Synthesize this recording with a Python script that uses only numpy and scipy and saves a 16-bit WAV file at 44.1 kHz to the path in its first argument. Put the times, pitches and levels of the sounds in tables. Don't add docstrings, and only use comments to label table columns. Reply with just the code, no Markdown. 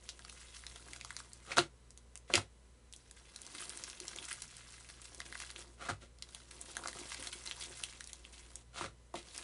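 import sys
import numpy as np
from scipy import signal
from scipy.fft import rfft, irfft, next_fast_len
from scipy.io import wavfile
from scipy.ndimage import uniform_filter1d

SR = 44100
rng = np.random.default_rng(int(sys.argv[2]) if len(sys.argv) > 2 else 0)


def pcm_store(signal):
    levels = np.round(np.clip(np.atleast_2d(signal), -1, 1) * 32767)
    wavfile.write(sys.argv[1], SR, levels.astype(np.int16).T)


N = 415863

# time in seconds, crackle level in dB rms, soft kneading level in dB rms.
EFFORT_LEVELS = [
    [(0.0, -67.5, -77), (0.094, -63.5, -72), (0.29, -60, -70), (0.552, -56, -76), (0.908, -59, -64.5),
     (1.044, -59.5, -71), (1.268, -64, -72), (1.47, -65, -77)],
    [(2.95, -70, -81.5), (3.116, -70, -84), (3.402, -61.5, -70), (3.54, -53, -61.5), (3.632, -45, -60.5),
     (3.72, -58, -67.5)],
    [(3.721, -51.5, -62.5), (3.905, -53.5, -64), (4.141, -54, -64.5), (4.353, -54.5, -70.5),
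     (4.531, -58.5, -86), (4.6, -54.5, -71)],
    [(4.601, -62.5, -78), (4.707, -58.5, -80), (5.035, -60.5, -73), (5.247, -60.5, -67.5),
     (5.397, -51.5, -69), (5.495, -56.5, -67.5), (5.615, -59, -65), (5.77, -72.5, -75)],
    [(6.18, -81, -74), (6.256, -66, -75), (6.376, -63, -74.5), (6.566, -62, -67), (6.696, -56, -61.5),
     (6.946, -51, -59), (7.084, -52.5, -61), (7.3, -52.5, -60.5)],
    [(7.301, -54, -63), (7.477, -53.5, -65), (7.807, -53.5, -64.5), (7.933, -57, -71), (8.125, -64, -72.5),
     (8.421, -62, -72.5), (8.565, -64, -70.5), (8.63, -71, -72)],
    [(9.19, -70, -77), (9.316, -59.5, -67.5), (9.43, -49.5, -63)],
]
# frequency in Hz, gain in dB.
CRACKLE_SPECTRUM = [(350, -32), (600, -15.5), (1290, 3.5), (1390, 2.5), (1940, 2.5), (3300, 5), (4960, 4.5),
                    (9920, 7), (11100, 2.5), (11500, -32), (15000, -48), (22000, -120)]
KNEAD_SPECTRUM = [(76, -59), (130, -11.5), (204, -9), (344, -2), (398, -8), (705, -12.5), (1000, -9.5),
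                  (1300, -20), (2200, -120)]
# time of the burst's peak in seconds, reference level in dB,
# pocket pitch in Hz, rustle and sharp tick in dB relative to the reference, length setting in ms.
LOUD_SNAPS = [(.0909, -38, 3970, 18, -11, .9), (.1933, -40.5, 1610, 4, 3, 1.76),
              (.2497, -40.5, 1340, 3.5, -10, 4.7), (.2974, -41.5, 3570, 3.5, 4, 5.7),
              (.638, -36, 1870, -10, -13, 2.1), (.667, -30, 4690, -10, -4, 4.8),
              (.76, -34.5, 3300, -7, -3, 3.4), (.9336, -36, 2060, -1, 9, 4.5),
              (.962, -41.5, 1410, 5, -3, 5), (1.0122, -31, 2360, 2, -22, 2.8),
              (1.0486, -35.5, 1240, 6.5, -2, 3.9), (1.106, -28.5, 1810, -7.5, -12, 2.7),
              (1.1665, -34, 1870, 9.5, -11, 2.04), (1.2024, -35, 1440, -2, -19, 4.2),
              (1.3336, -39, 6800, -14, 13.5, 2.3), (1.5205, -26, 2370, -9, -21, 22),
              (1.571, -17, 1400, -2.5, -13, 6.9), (1.5834, -7.5, 1430, -5, -17, 2.5),
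              (1.5901, -9, 3900, -19, -20, 5), (1.5985, -26, 3600, -6.5, -17.5, 6.5),
              (1.9066, -36.5, 7160, -24, 2, 1.25), (1.976, -35.5, 6860, 1, 0, 1.54),
              (2.1563, -33.5, 3020, 2.5, -3, 1.76), (2.176, -40, 7040, -10, 3, 3.7),
              (2.303, -29, 1300, -22, -13, 2.8), (2.3388, -9.5, 3000, -4, -15, 2.47),
              (2.3475, -21, 2410, -4, -17, 5.8), (2.3556, -17.5, 2820, 5, -25, 8),
              (2.378, -22.5, 1264, -4, -16, 8.8), (2.9268, -37.5, 6100, -11, 8, 1.3),
              (2.9372, -34, 3730, -2.5, 3.5, 2), (2.9636, -42, 7000, -20, 15.5, 1.66),
              (3.1121, -48.5, 1700, 4, 16.5, 3.7), (3.3617, -38, 4730, 0, 6.5, 4.8),
              (3.418, -38, 5400, -16, 10, 2.7), (3.4665, -37.5, 4120, -10, 14.5, 2.14),
              (3.695, -34.5, 6160, -12, 11, 2.5), (3.7744, -43.5, 1730, -3, 19, 3.2),
              (3.8388, -24.5, 6800, 0, 5, 2.1), (3.9002, -30.5, 5400, -1, -12, 1.4),
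              (4.0023, -31.5, 6360, -15, 0, 3.3), (4.0816, -24.5, 6600, -32, -7, 4.2),
              (4.162, -30.5, 6590, -9, 5, 1.9), (4.187, -27.5, 3420, -14, -16, 4.1),
              (4.2536, -36, 6460, -7, 9, 5.1), (4.3292, -40.5, 3420, -12, 20.5, 2.8),
              (4.4215, -39.5, 2140, 4, 14.5, 7.8), (4.568, -41, 4520, -9, 10, 3.9),
              (4.9006, -40.5, 1940, 6, 3, 1.97), (5.0178, -45.5, 3585, -5, 16.5, 1),
              (5.055, -42, 4000, -1, 4, 9.4), (5.1477, -35, 5354, -5, 6, 1.4),
              (5.2036, -29.5, 1900, 2.5, -3, 3.5), (5.2167, -36, 2870, -4, -11, 4.1),
              (5.263, -40, 2500, -2, -1, 8), (5.326, -31.5, 1900, 2, -15, 1.8),
              (5.354, -29, 1850, -11, -18, 4.8), (5.4028, -27.5, 3170, 1, -3, 1.9),
              (5.4224, -33, 2470, 0, 4.5, 3), (5.5042, -29, 3460, -1.5, -13, 2),
              (5.513, -39, 4450, -7, 9, 3), (5.5618, -27.5, 3400, -11, -19, 2.2),
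              (5.8888, -27, 1560, -16, -21, 11), (5.9015, -26, 1400, -7, -23, 6.02),
              (6.187, -49, 5000, -5, 0, 3.6), (6.2246, -30.5, 3800, 3, -12, 4.9),
              (6.29, -46, 4000, -3, 3, 5), (6.3486, -29.5, 3400, -1.5, 4, 1.9),
              (6.512, -37.5, 4030, -6, 10, 2.2), (6.614, -26, 7460, -6, 6, 1.28),
              (6.7687, -26.5, 1480, 4.5, 5.5, 2.9), (6.7926, -40, 1030, -6, 5, 1.7),
              (6.8376, -34, 1430, -6, -11, 6.9), (6.858, -24, 1400, -15, -21, 5.4),
              (6.8746, -29.5, 6650, -8, 15, 2.1), (6.8839, -34.5, 1760, 1, 2, 9.4),
              (6.9303, -38, 1940, 4, -6, 3.1), (6.971, -37, 1190, -11, -2, 3.5),
              (7.1195, -29, 2340, -6, -3, 4.8), (7.1271, -37.5, 3660, 4, -9, 6),
              (7.1456, -32, 2170, 0, -1, 5.5), (7.2645, -43, 3920, -9, 11, 1.3),
              (7.272, -30.5, 3700, -5, 3, 8.6), (7.3942, -44, 6760, -13, 3, 1.8),
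              (7.475, -27, 4400, -6.5, -14, 4.6), (7.5124, -21, 3400, -9, -25, 1.53),
              (7.6391, -34, 6980, -12, 5, 1.8), (7.8377, -21, 3160, -2, 5, .9),
              (8.008, -36, 1990, 3, 2, 3.6), (8.0424, -36, 6740, -13, 9, 2.1),
              (8.0743, -35.5, 6630, -7, 3, 3.6), (8.1324, -31, 6900, -2.5, 0.5, 3.2),
              (8.2511, -32, 3100, -12, -20, 2.4), (8.3809, -37, 5770, -4, 0, 1.8),
              (8.557, -30, 6500, -13, 6.5, 2.57), (8.7772, -32.5, 1210, -6.5, -21, 2.25),
              (8.8111, -24, 1250, -9.5, -15, 4.4), (8.8429, -30, 1255, -19, -17, 3.2),
              (9.1417, -28, 860, -15, -12.5, 8.8), (9.157, -34, 3500, 0, 4, 2.1),
              (9.187, -40, 4500, 0, 2, 1.8), (9.229, -46, 3500, 3, -3, 1.8),
              (9.2864, -44.5, 4870, 2, -10, 3), (9.363, -36.5, 5510, 0, 0, 4),
              (9.3793, -30.5, 5800, 1, 4, 3.7)]
# frequency in Hz, gain in dB.
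RUSTLE_SPECTRUM = [(900, -25.5), (2200, -16.5), (4000, -5.5), (6000, -10), (9000, -16.5)]
BODY_DB = -3.5
POCKET_WIDTH = 0.47
RING_MS, RISE_SHARE = 1.2, .22
FIZZ_DB, FIZZ_T60_S = -25.5, .07
SMALL_PER_S, SMALL_DB, SMALL_SPREAD_DB, SMALL_LOW_HZ, SMALL_HIGH_HZ = 45, 7., 7.5, 1180, 6840
SMALL_MS, SMALL_RUSTLE_DB, SMALL_TICK_DB = 4.57, 2, 2
# start in seconds, swell in seconds, hold in seconds,
# gurgle level in dB, spray in dB relative to it, tub ringing in dB relative to it.
FINGER_PULLS = [(1.458, 0.063, .003, -47.5, 0, -5.5), (1.561, 0.019, 0.0029, -36, 3, -1),
                (2.276, .058, 0.0029, -63.5, 14.5, -3), (2.298, .003, .008, -48.5, -21, 4),
                (2.333, .004, 0.035, -42, 4, 3), (5.775, 0.042, 0.069, -51, -3, -13),
                (5.886, 0.0029, .012, -41, -5, -9.5), (6.002, 0.013, 0.025, -66.5, 5.5, 2),
                (8.729, .046, 0.026, -50, 2, -11.5), (8.809, 0.0031, 0.036, -45, -3, -6),
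                (9.137, .003, .01, -51.5, -9, 4), (9.147, .008, 0.032, -63.5, 11.5, -7)]
# frequency in Hz, width and level per pass
# in Hz and dB.
HOLE_MODES = [(815, 150, -1), (1380, 270, 7), (1900, 1100, 5.5)]
# frequency in Hz, width in Hz, level in dB.
TUB_MODES = [(273, 46.8, 4), (352, 27, 11.5), (453, 22, 9.5), (559, 37, 11), (670, 93, -1)]
# frequency in Hz, gain in dB.
SPRAY_SPECTRUM = [(1060, -42.5), (1800, -2), (3300, -4.5), (4100, -3.5), (4960, -10), (5360, -8),
                  (9470, -10), (11300, -19.5), (14700, -58), (22000, -120)]
SWELL_DB, TAIL_S = 19, .1
GURGLE_FADE_DB_PER_S, SPRAY_FADE_DB_PER_S, TUB_FADE_DB_PER_S = 500.5, 389.5, 402
# frequency in Hz, level in dB, decay by 60 dB in seconds.
TABLE_MODES = [(99.3, 0, 0.171), (145, -1.5, 0.14), (340, 0, 0.053)]
# time in seconds, level setting in dB,
# hardness in dB per octave above the lowest mode.
TUB_JOLTS = [(1.59, -44.5, 12.5), (2.34, -50.5, 16), (2.365, -32, -11), (4.01, -70, 15.5),
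             (4.029, -69, 13.5), (5.909, -38, -8.5), (7.2, -53, -7), (8.81, -51, 6.5), (8.851, -49, -7),
             (9.14, -60.5, 14.5)]
# frequency in Hz, decay by 60 dB in seconds.
ROOM_DECAY = [(300, .16), (1000, 0.1427), (3000, 0.12), (9000, 0.11)]
# time in seconds, fundamental in dB rms, its octave in dB rms.
HUM_LEVELS = [(0.0, -63.5, -74), (0.68, -60.5, -75), (1.0, -62.5, -68.5), (2.23, -62, -73),
              (3.49, -67, -84), (4.18, -65.5, -75), (4.49, -66.5, -70), (5.28, -61, -70),
              (6.91, -63.5, -75.5), (7.4, -61.5, -72), (7.8, -63.5, -67), (8.3, -61.5, -86),
              (8.72, -61.5, -66), (9.43, -65.5, -84.5)]
HUM_HZ = 59.1
# frequency in Hz, level in dB rms.
WHINE_TONES = [(1001, -86.5), (2003, -89), (2998, -91.5), (4000, -89), (5001, -98.5), (5997, -92),
               (6998, -98.5), (8000, -87)]
# frequency in Hz, gain in dB.
HISS_SPECTRUM = [(15, -24.5), (30, 0), (45, 6), (80, 1.5), (150, -0.5), (300, -7.5), (500, -4.5),
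                 (700, -14), (1200, -14.5), (2500, -18.5), (5000, -20.5), (8000, -20.5), (11500, -20.5)]
HISS_DB = -67.5
EDGE_HZ = 10970


def crackle():
    t = np.arange(N) / SR
    level_db, knead_db, working = effort(t)
    pops = np.zeros(N)
    for hz in np.linspace(800, 10800, num=16):
        burst = pocket(hz, 1.3, 200) * np.sqrt(hz)
        pops += signal.oaconvolve(grains(N, 100., 2.3), burst)[:N]
    fizz = evened(pops) + .6 * rng.standard_normal(N)
    fizz = patchy(coloured(fizz, CRACKLE_SPECTRUM), patchy_db=2.5, shared_db=2.5)
    knead = coloured(grains(N, 500., 3.), KNEAD_SPECTRUM)
    knead = patchy(knead, patchy_db=2.5, shared_db=1.0)
    smooth_edges = uniform_filter1d(working * 1., size=900)
    return smooth_edges * (gain_of(level_db) * fizz + gain_of(knead_db) * knead)


def pocket(hz, cycles, size):
    turns = np.arange(size) * hz / SR
    return np.sin(2 * np.pi * (turns + 0.008 * turns ** 2)) * np.exp(-3 * turns / cycles)


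def effort(t):
    working = sum((t >= rows[0][0]) & (t <= rows[-1][0]) for rows in EFFORT_LEVELS)
    return *columns(sum(EFFORT_LEVELS, []), t), working


def patchy(x, patchy_db, shared_db):
    z = signal.stft(x, nperseg=256, noverlap=192)[2]
    field = rng.standard_normal((z.shape[0] + 1, z.shape[1]))
    patches = uniform_filter1d(field[1:], size=14, axis=0)
    patches = evened(uniform_filter1d(patches, size=9, axis=1))
    shared = signal.lfilter([1], [1, -.93], np.maximum(field[0] - 1.4, 0))
    shared = evened(shared - shared.mean())
    z = z * gain_of(patchy_db * patches + shared_db * shared)
    return evened(signal.istft(z, nperseg=256, noverlap=192)[1][:len(x)])


def snaps(rows):
    out, t = np.zeros(N), np.arange(2200) / SR
    high = signal.butter(3, 6000, "highpass", fs=SR)
    noise = rng.standard_normal((len(rows), 3, len(t)))
    for row, (body_noise, tick_noise, rustle_noise) in zip(rows, noise):
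        s, db, hz, rustle_db, tick_db, ms = row
        rise = max(ms - RING_MS, .2) * RISE_SHARE / 1000
        burst = t / rise * np.exp(1 - t / rise)
        burst += gain_of(FIZZ_DB - 60 * t / FIZZ_T60_S) * np.minimum(t / rise, 1)
        mode = [(hz, POCKET_WIDTH * hz, 0)]
        body = ring(ring(body_noise * burst, mode), mode)
        rustle = coloured(rustle_noise, RUSTLE_SPECTRUM) * burst
        tick = signal.lfilter(*high, tick_noise * burst)
        parts = [(body, BODY_DB), (rustle, rustle_db), (tick, tick_db)]
        snap = sum(gain_of(db + share_db) * x / abs(x).max() for x, share_db in parts)
        add(out, s - rise - .0003, snap)
    return out


def small_snaps():
    when, size, pitch, wet, tick, length = rng.random((450, 6)).T
    s = .02 + np.cumsum(-np.log(1 - when)) / SMALL_PER_S
    level_db, _, working = effort(s)
    db = level_db + SMALL_DB + SMALL_SPREAD_DB * size
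    hz = SMALL_LOW_HZ * (SMALL_HIGH_HZ / SMALL_LOW_HZ) ** pitch
    rustle_db = SMALL_RUSTLE_DB - 12 * wet
    tick_db = SMALL_TICK_DB - 16 * tick
    rows = np.transpose([s, db, hz, rustle_db, tick_db, SMALL_MS * (.3 + length)])
    return rows[working > 0]


def pull(start, swell, hold, db, spray_db, tub_db):
    t = np.arange(0, swell + hold + TAIL_S, 1 / SR)
    level_db = db - SWELL_DB * np.maximum(1 - t / swell, 0)
    after = np.maximum(t - swell - hold, 0)
    gulps = evened(grains(len(t), 600., 3.8))
    droplets = evened(grains(len(t), 3000., 2.2))
    spray = evened(coloured(droplets + .5 * gulps, SPRAY_SPECTRUM))
    gurgle = ring(ring(gulps, HOLE_MODES), HOLE_MODES)
    sound = (gain_of(-GURGLE_FADE_DB_PER_S * after) * gurgle
             + gain_of(spray_db - SPRAY_FADE_DB_PER_S * after) * spray
             + gain_of(tub_db - TUB_FADE_DB_PER_S * after) * ring(gulps, TUB_MODES))
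    return start, gain_of(level_db) * sound * signal.windows.tukey(len(t), .04)


def thud(db, hardness_db):
    t = np.arange(SR // 4) / SR
    out = np.zeros(len(t))
    for hz, mode_db, t60 in TABLE_MODES:
        tilt_db = hardness_db * np.log2(hz / TABLE_MODES[0][0])
        envelope = gain_of(db + mode_db + tilt_db - 60 * t / t60) * (1 - np.exp(-t * hz / 0.68))
        out += envelope * np.sin(2 * np.pi * hz * t)
    return out


def room(x):
    taps = np.zeros(SR // 2)
    at = np.arange(60, len(taps) - 20, 12)
    taps[at + rng.integers(0, 12, len(at))] = rng.choice([-1., 1.], len(at))
    hz, t, z = signal.stft(taps, SR, nperseg=128)
    decay = gain_of(-60 * t / read(ROOM_DECAY, hz)[:, None])
    tail = signal.istft(z * decay, SR, nperseg=128)[1]
    return signal.oaconvolve(x, tail / np.linalg.norm(tail))[:N]


def background():
    t = np.arange(N) / SR
    db, octave_db = columns(HUM_LEVELS, t)
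    turn = 2 * np.pi * HUM_HZ * t
    hum = gain_of(db) * np.sin(turn) + gain_of(octave_db) * np.sin(2 * turn)
    hum += gain_of(-82.0) * np.sin(4 * turn)
    whine = sum(gain_of(tone_db) * np.sin(2 * np.pi * hz * t) for hz, tone_db in WHINE_TONES)
    hiss = coloured(rng.standard_normal(N), HISS_SPECTRUM)
    scale = np.std(above(hiss, 150))
    return np.sqrt(2) * (hum + whine) + gain_of(HISS_DB) * hiss / scale


def gain_of(db):
    return 10 ** (np.asarray(db) / 20)


def evened(x):
    return x / np.sqrt(np.mean(x ** 2) + 1e-20)


def read(points, hz):
    f, value = np.transpose(points)
    return np.interp(np.log(hz + 1), np.log(f + 1), value)


def columns(rows, t):
    s, *rest = np.transpose(rows)
    return [np.interp(t, s, c) for c in rest]


def add(mix, s, sound):
    part = mix[round(s * SR):][:len(sound)]
    part += sound[:len(part)]


def coloured(x, spectrum):
    size = next_fast_len(len(x))
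    gain = gain_of(read(spectrum, np.fft.rfftfreq(size, 1 / SR)))
    return irfft(rfft(x, size) * gain, size)[:len(x)]


def ring(x, modes):
    out = np.zeros(len(x))
    for hz, width, db in modes:
        pole = np.exp((2j * np.pi * hz - np.pi * width) / SR)
        out += gain_of(db) * signal.lfilter([1 - abs(pole)], [1, -pole], x + 0j).imag
    return evened(out)


def grains(count, per_s, spread_db):
    chance, sign, size = rng.random((3, count))
    size_db = spread_db * np.minimum(-np.log(size + 1e-9), 4)
    return (chance < per_s / SR) * np.sign(sign - .5) * gain_of(size_db)


def above(x, hz):
    return signal.sosfilt(signal.butter(4, hz, "highpass", fs=SR, output="sos"), x)


def scene():
    tugs = np.zeros(N)
    for row in FINGER_PULLS:
        add(tugs, *pull(*row))
    hand = above(snaps(LOUD_SNAPS) + snaps(small_snaps()), 600) + above(tugs, 140)
    for s, *blow in TUB_JOLTS:
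        add(hand, s, thud(*blow))
    fine = crackle()
    reflections = room(gain_of(-8.0) * hand + gain_of(-7.5) * fine)
    return (hand + fine + reflections + background())[None]


def record(dry):
    lowpass = signal.firwin(255, EDGE_HZ, window=("kaiser", 6), fs=SR)
    return signal.oaconvolve(dry, lowpass[None], "same")


dry = scene()
out = record(dry)
pcm_store(out)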